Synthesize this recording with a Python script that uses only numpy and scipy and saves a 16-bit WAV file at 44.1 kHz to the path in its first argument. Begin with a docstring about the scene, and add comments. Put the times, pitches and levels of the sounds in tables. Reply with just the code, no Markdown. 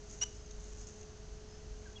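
"""One short, high, rising squeak, like a chipmunk's or bird's chip, and fences and houses answer.
Around it lies a quiet back garden: steady air, the swelling rumble of a far engine and the hum
of a small motor. Dry leaves rustle, the mulch ticks, and distant birds give a few thin
whistles and chirps."""
import sys
import numpy as np
from scipy import signal
from scipy.fft import rfft, irfft, next_fast_len
from scipy.io import wavfile
from scipy.ndimage import map_coordinates

SR = 44100
rng = np.random.default_rng(int(sys.argv[2]) if len(sys.argv) > 2 else 0)


def unload_wav(signal):
    """Save mono or channel-first audio to the path in sys.argv[1] as 16-bit WAV at rate SR, clipped to [-1, 1]."""
    wavfile.write(
        sys.argv[1],
        SR,
        np.round(np.clip(np.atleast_2d(signal).T, -1, 1) * 32767).astype(np.int16),
    )


N = 88200


def amp(db):
    """Decibels to gain."""
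    return 10 ** (np.asarray(db) / 20)


def unit(x):
    """Scaled to rms 1."""
    return x / np.sqrt(np.mean(x ** 2) + 1e-20)


def clock():
    """The time of each sample in seconds."""
    return np.arange(N) / SR


def curves(rows):
    """Breakpoints to automation: one curve for each column after the time."""
    times, *columns = np.transpose(rows)
    return [np.interp(clock(), times, column) for column in columns]


def wobble(rate):
    """A smooth random curve of rms near 1, with rate knots a second."""
    knots = rng.standard_normal(int(N * rate / SR) + 4)
    return map_coordinates(knots, [clock() * rate], mode="nearest")


def filtered(x, response):
    """x shaped by a frequency response."""
    size = next_fast_len(N + SR // 2)
    return irfft(rfft(x, size) * response(np.fft.rfftfreq(size, 1 / SR)), size)[:N]


def noise(colour):
    """Noise of rms 1, coloured by (Hz, dB) points."""
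    points_hz, db = np.transpose(colour)
    eq = lambda hz: amp(np.interp(np.log(hz + 1), np.log(points_hz), db))
    return unit(filtered(rng.standard_normal(N), eq))


def tone(hz):
    """A sine of rms 1 that follows a pitch curve."""
    return np.sqrt(2) * np.sin(2 * np.pi * (np.cumsum(hz) / SR + rng.random()))


# The colour of the air. Each row: frequency in Hz, relative level in dB.
AIR_COLOUR = [(12, -5), (24, -2), (36, -1), (62, 1.5), (90, -1.5), (125, -7), (165, -8.5), (280, -15.5),
              (400, -14), (520, -19.5), (700, -19), (1000, -24), (1500, -24.5), (2300, -29.5),
              (3000, -27.5), (3650, -30), (4400, -26.5), (5400, -27), (6300, -21), (7200, -30.5),
              (8000, -40.5), (9000, -49.5)]
AIR_DB = -52.5


def air():
    """Outdoor air lays a steady bed, heavy in the lows with a faint hiss on top."""
    return amp(AIR_DB) * noise(AIR_COLOUR)


# The engine's swells. 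Each row: time in seconds, level in dB.
ENGINE_SWELLS = [(0, -54.5), (.2, -58), (.33, -53), (.44, -56), (.58, -46), (.7, -53.5), (.88, -55.5),
                 (1.0, -65), (1.2, -58), (1.36, -48.5), (1.45, -66), (1.58, -56.5), (1.64, -56.5),
                 (1.7, -44.5), (1.8, -53.5), (2, -57.5)]
# Its harmonics. Each row: multiple of the pitch, relative level in dB.
ENGINE_HARMONICS = [(1, -8), (2, 0), (3, -11)]
ENGINE_HZ, ENGINE_WANDER = 22.95, .045


def far_engine():
    """A far engine rumbles on three low harmonics, swelling and wandering in pitch."""
    swell_db, = curves(ENGINE_SWELLS)
    hz = ENGINE_HZ * (1 + ENGINE_WANDER * wobble(30))
    rumble = sum(amp(db + 2.1 * wobble(20)) * tone(k * hz) for k, db in ENGINE_HARMONICS)
    return amp(swell_db) * rumble


# The motor's speed. Each row: time in seconds, shaft rate in Hz.
MOTOR_SPEED = [(0, 209.3), (.25, 210), (.6, 211), (.8, 212.7), (2, 212.7)]
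# Its hum. Each row: multiple of the shaft rate, level in dB.
MOTOR_HARMONICS = [(1, -67.5), (2, -60)]
WHINE_HZ, WHINE_DB = 646.5, -72.8


def motor():
    """A small motor hums as it creeps up to speed, beside a fainter wavering whine."""
    shaft_hz, = curves(MOTOR_SPEED)
    hum = sum(amp(db + 0.93 * wobble(11)) * tone(k * shaft_hz) for k, db in MOTOR_HARMONICS)
    whine = amp(WHINE_DB + 0.74 * wobble(7.6)) * tone(WHINE_HZ * (1 + 0.0017 * wobble(8)))
    return hum + whine


# The rise and fall of the rustle. Each row: time in seconds, level in dB.
RUSTLE_LEVELS = [(0, -72), (.08, -62.5), (.125, -55), (.18, -60), (.42, -67), (.58, -67), (.64, -59.5),
                 (.74, -63), (.8, -59.5), (.86, -65), (.885, -57), (.95, -64), (1.04, -67), (1.12, -74.5),
                 (1.65, -78), (1.82, -68), (2, -73)]
# The crisp colour of the leaves. Each row: frequency in Hz, relative level in dB.
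LEAF_COLOUR = [(500, -28.5), (2000, -11), (4500, -16), (5500, -4), (6300, 7), (7000, 1.5), (7800, -9.5),
               (9000, -29)]
CRACKLE_DB, CLUMP_DB = 3.5, -0.1


def leaves():
    """Dry leaves rustle: bright noise whose level flickers into a fine crackle."""
    db, = curves(RUSTLE_LEVELS)
    flicker_db = CRACKLE_DB * wobble(400) + CLUMP_DB * wobble(90)
    return amp(db + flicker_db) * noise(LEAF_COLOUR)


# Ticks in the mulch. Each row: start in seconds, level in dB, ring pitch in Hz, ring over snap in dB.
MULCH_TICKS = [(.10, -49, 4900, -7), (0.136, -51, 6600, 3), (.46, -54, 6400, -2), (0.509, -49, 3750, -8),
               (.72, -54, 6300, -7), (.794, -58.5, 6500, 3), (.812, -48.5, 6350, -10),
               (0.869, -45.5, 6400, -11), (1.0105, -51.5, 6300, -4), (1.029, -53, 2800, -5)]
# The colour of the snap. Each row: frequency in Hz, relative level in dB.
SNAP_COLOUR = [(500, -27), (2000, -10.5), (3700, -10.5), (5200, -3), (6500, 8.5), (7500, -6), (9000, -30.5)]
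TICK_ATTACK_S, TICK_T60_S, TICK_RING_WAVER = 0.001, 0.035, 0.022


def mulch():
    """Dry mulch ticks: each is a sharp, fast-dying snap with a rough ring of its own."""
    ticks, snap = np.zeros(N), noise(SNAP_COLOUR)
    for start, db, hz, ring_db in MULCH_TICKS:
        age = np.maximum(clock() - start, 0)
        envelope = amp(db - 60 * age / TICK_T60_S) * (1 - np.exp(-age / TICK_ATTACK_S))
        ring = amp(ring_db) * tone(hz * (1 + TICK_RING_WAVER * wobble(900)))
        ticks += envelope * (snap + ring)
    return ticks


# The squeak's rising gesture. Each row: time in seconds, pitch in Hz, level in dB.
SQUEAK_GESTURE = [(.214, 2855, -34.5), (.2215, 2848, -33), (.2232, 2875, -30), (.227, 2912, -30.5),
                  (.2295, 2972, -34), (.235, 2935, -33), (.240, 3005, -34.5)]
# Its partials. Each row: multiple of the pitch, relative level in dB, attack in seconds, T60 in seconds.
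SQUEAK_PARTIALS = [(1, -7.5, 0.0024, 0.033), (2, -0.5, .0022, .008)]
# The colour of its rasp. Each row: frequency in Hz, relative level in dB.
RASP_COLOUR = [(200, -25.5), (500, -5), (1000, 1), (2400, 0.5), (3600, -0.5), (5000, 0.5), (6400, 8),
               (7500, 0.5), (9000, -21)]
RASP_MIX_DB, RASP_GRIT_DB, RASP_ATTACK_S, RASP_T60_S = -12.5, 3.5, .004, .012


def squeak():
    """A high, rising chip like a chipmunk's or bird's; it rasps as it sounds and rings briefly after."""
    t, start, end = clock(), SQUEAK_GESTURE[0][0], SQUEAK_GESTURE[-1][0]

    def gate(attack, t60):
        """Opens around the start, holds through the squeak, then dies away."""
        rise = np.clip((t - start) / attack + 0.64, 0, 1)
        return rise * amp(-60 * np.maximum(t - end, 0) / t60)

    hz, db = curves(SQUEAK_GESTURE)
    hz = hz * (1 + 0.001 * wobble(600))
    ring = sum(amp(level) * gate(attack, t60) * tone(k * hz)
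               for k, level, attack, t60 in SQUEAK_PARTIALS)
    grit = amp(RASP_MIX_DB + RASP_GRIT_DB * wobble(1500))
    rasp = grit * gate(RASP_ATTACK_S, RASP_T60_S) * noise(RASP_COLOUR)
    return amp(db + 0.33 * wobble(560)) * (ring + rasp)


# Slaps off fences and house walls. Each row: delay in seconds, level against the direct sound in dB.
SLAPS = [(0.0337, -21), (0.045, -28)]
TAIL_DB, TAIL_T60_S, TAIL_PREDELAY_S, TAIL_CUTOFF_HZ = -24, .45, 0.014, 3500


def yard(x):
    """Fences and houses follow the direct sound with two hard slaps and a thin, dull tail."""
    t = np.arange(SR // 2) / SR
    dull_noise = signal.lfilter(*signal.butter(1, TAIL_CUTOFF_HZ, fs=SR), rng.standard_normal(len(t)))
    tail = dull_noise * amp(-60 * t / TAIL_T60_S) * (t > TAIL_PREDELAY_S)
    tail = amp(TAIL_DB) * tail / np.linalg.norm(tail)
    slaps = sum(amp(db) * filtered(x, lambda hz: np.exp(-2j * np.pi * hz * delay))
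                for delay, db in SLAPS)
    return x + slaps + signal.fftconvolve(x, tail)[:N]


# The bird calls. Each row: start in seconds, length in seconds, first pitch in Hz, last pitch in Hz,
# level in dB, waver as a fraction of the pitch.
BIRD_CALLS = [(.335, .04, 5260, 5230, -68, .014), (.38, .045, 5220, 5130, -66.5, .014),
              (.79, .13, 5200, 5230, -70, .016), (1.48, .11, 5220, 5200, -66.5, .014),
              (1.856, .03, 1690, 1480, -58.5, .008), (1.888, .016, 1590, 1570, -62.5, .008),
              (1.957, .022, 3340, 3280, -52.5, .004), (1.974, .015, 2830, 2800, -60, .008),
              (1.984, .014, 2620, 2560, -65, .012)]
FLUTTER_DB = 1.8


def birds():
    """Distant birds whistle and chirp, each call a soft-edged, fluttering glide."""
    calls = np.zeros(N)
    for start, length, first_hz, last_hz, db, waver in BIRD_CALLS:
        progress = np.clip((clock() - start) / length, 0, 1)
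        hz = (first_hz + (last_hz - first_hz) * progress) * (1 + waver * wobble(350))
        arch = np.sqrt(4 * progress * (1 - progress))
        calls += amp(db + FLUTTER_DB * wobble(140)) * arch * tone(hz)
    return calls


def scene():
    """The garden from the porch, in mono: squeak and birds echo over a dry bed."""
    bed = air() + far_engine() + motor() + leaves() + mulch()
    return (bed + yard(squeak() + birds()))[None]


HIGH_CUT_HZ = 8680


def record(dry):
    """A steep high cut takes the top treble off the mix."""
    high_cut = lambda hz: 1 / np.sqrt(1 + (hz / HIGH_CUT_HZ) ** 100)
    return np.array([filtered(channel, high_cut) for channel in dry])


dry = scene()
out = record(dry)
unload_wav(out)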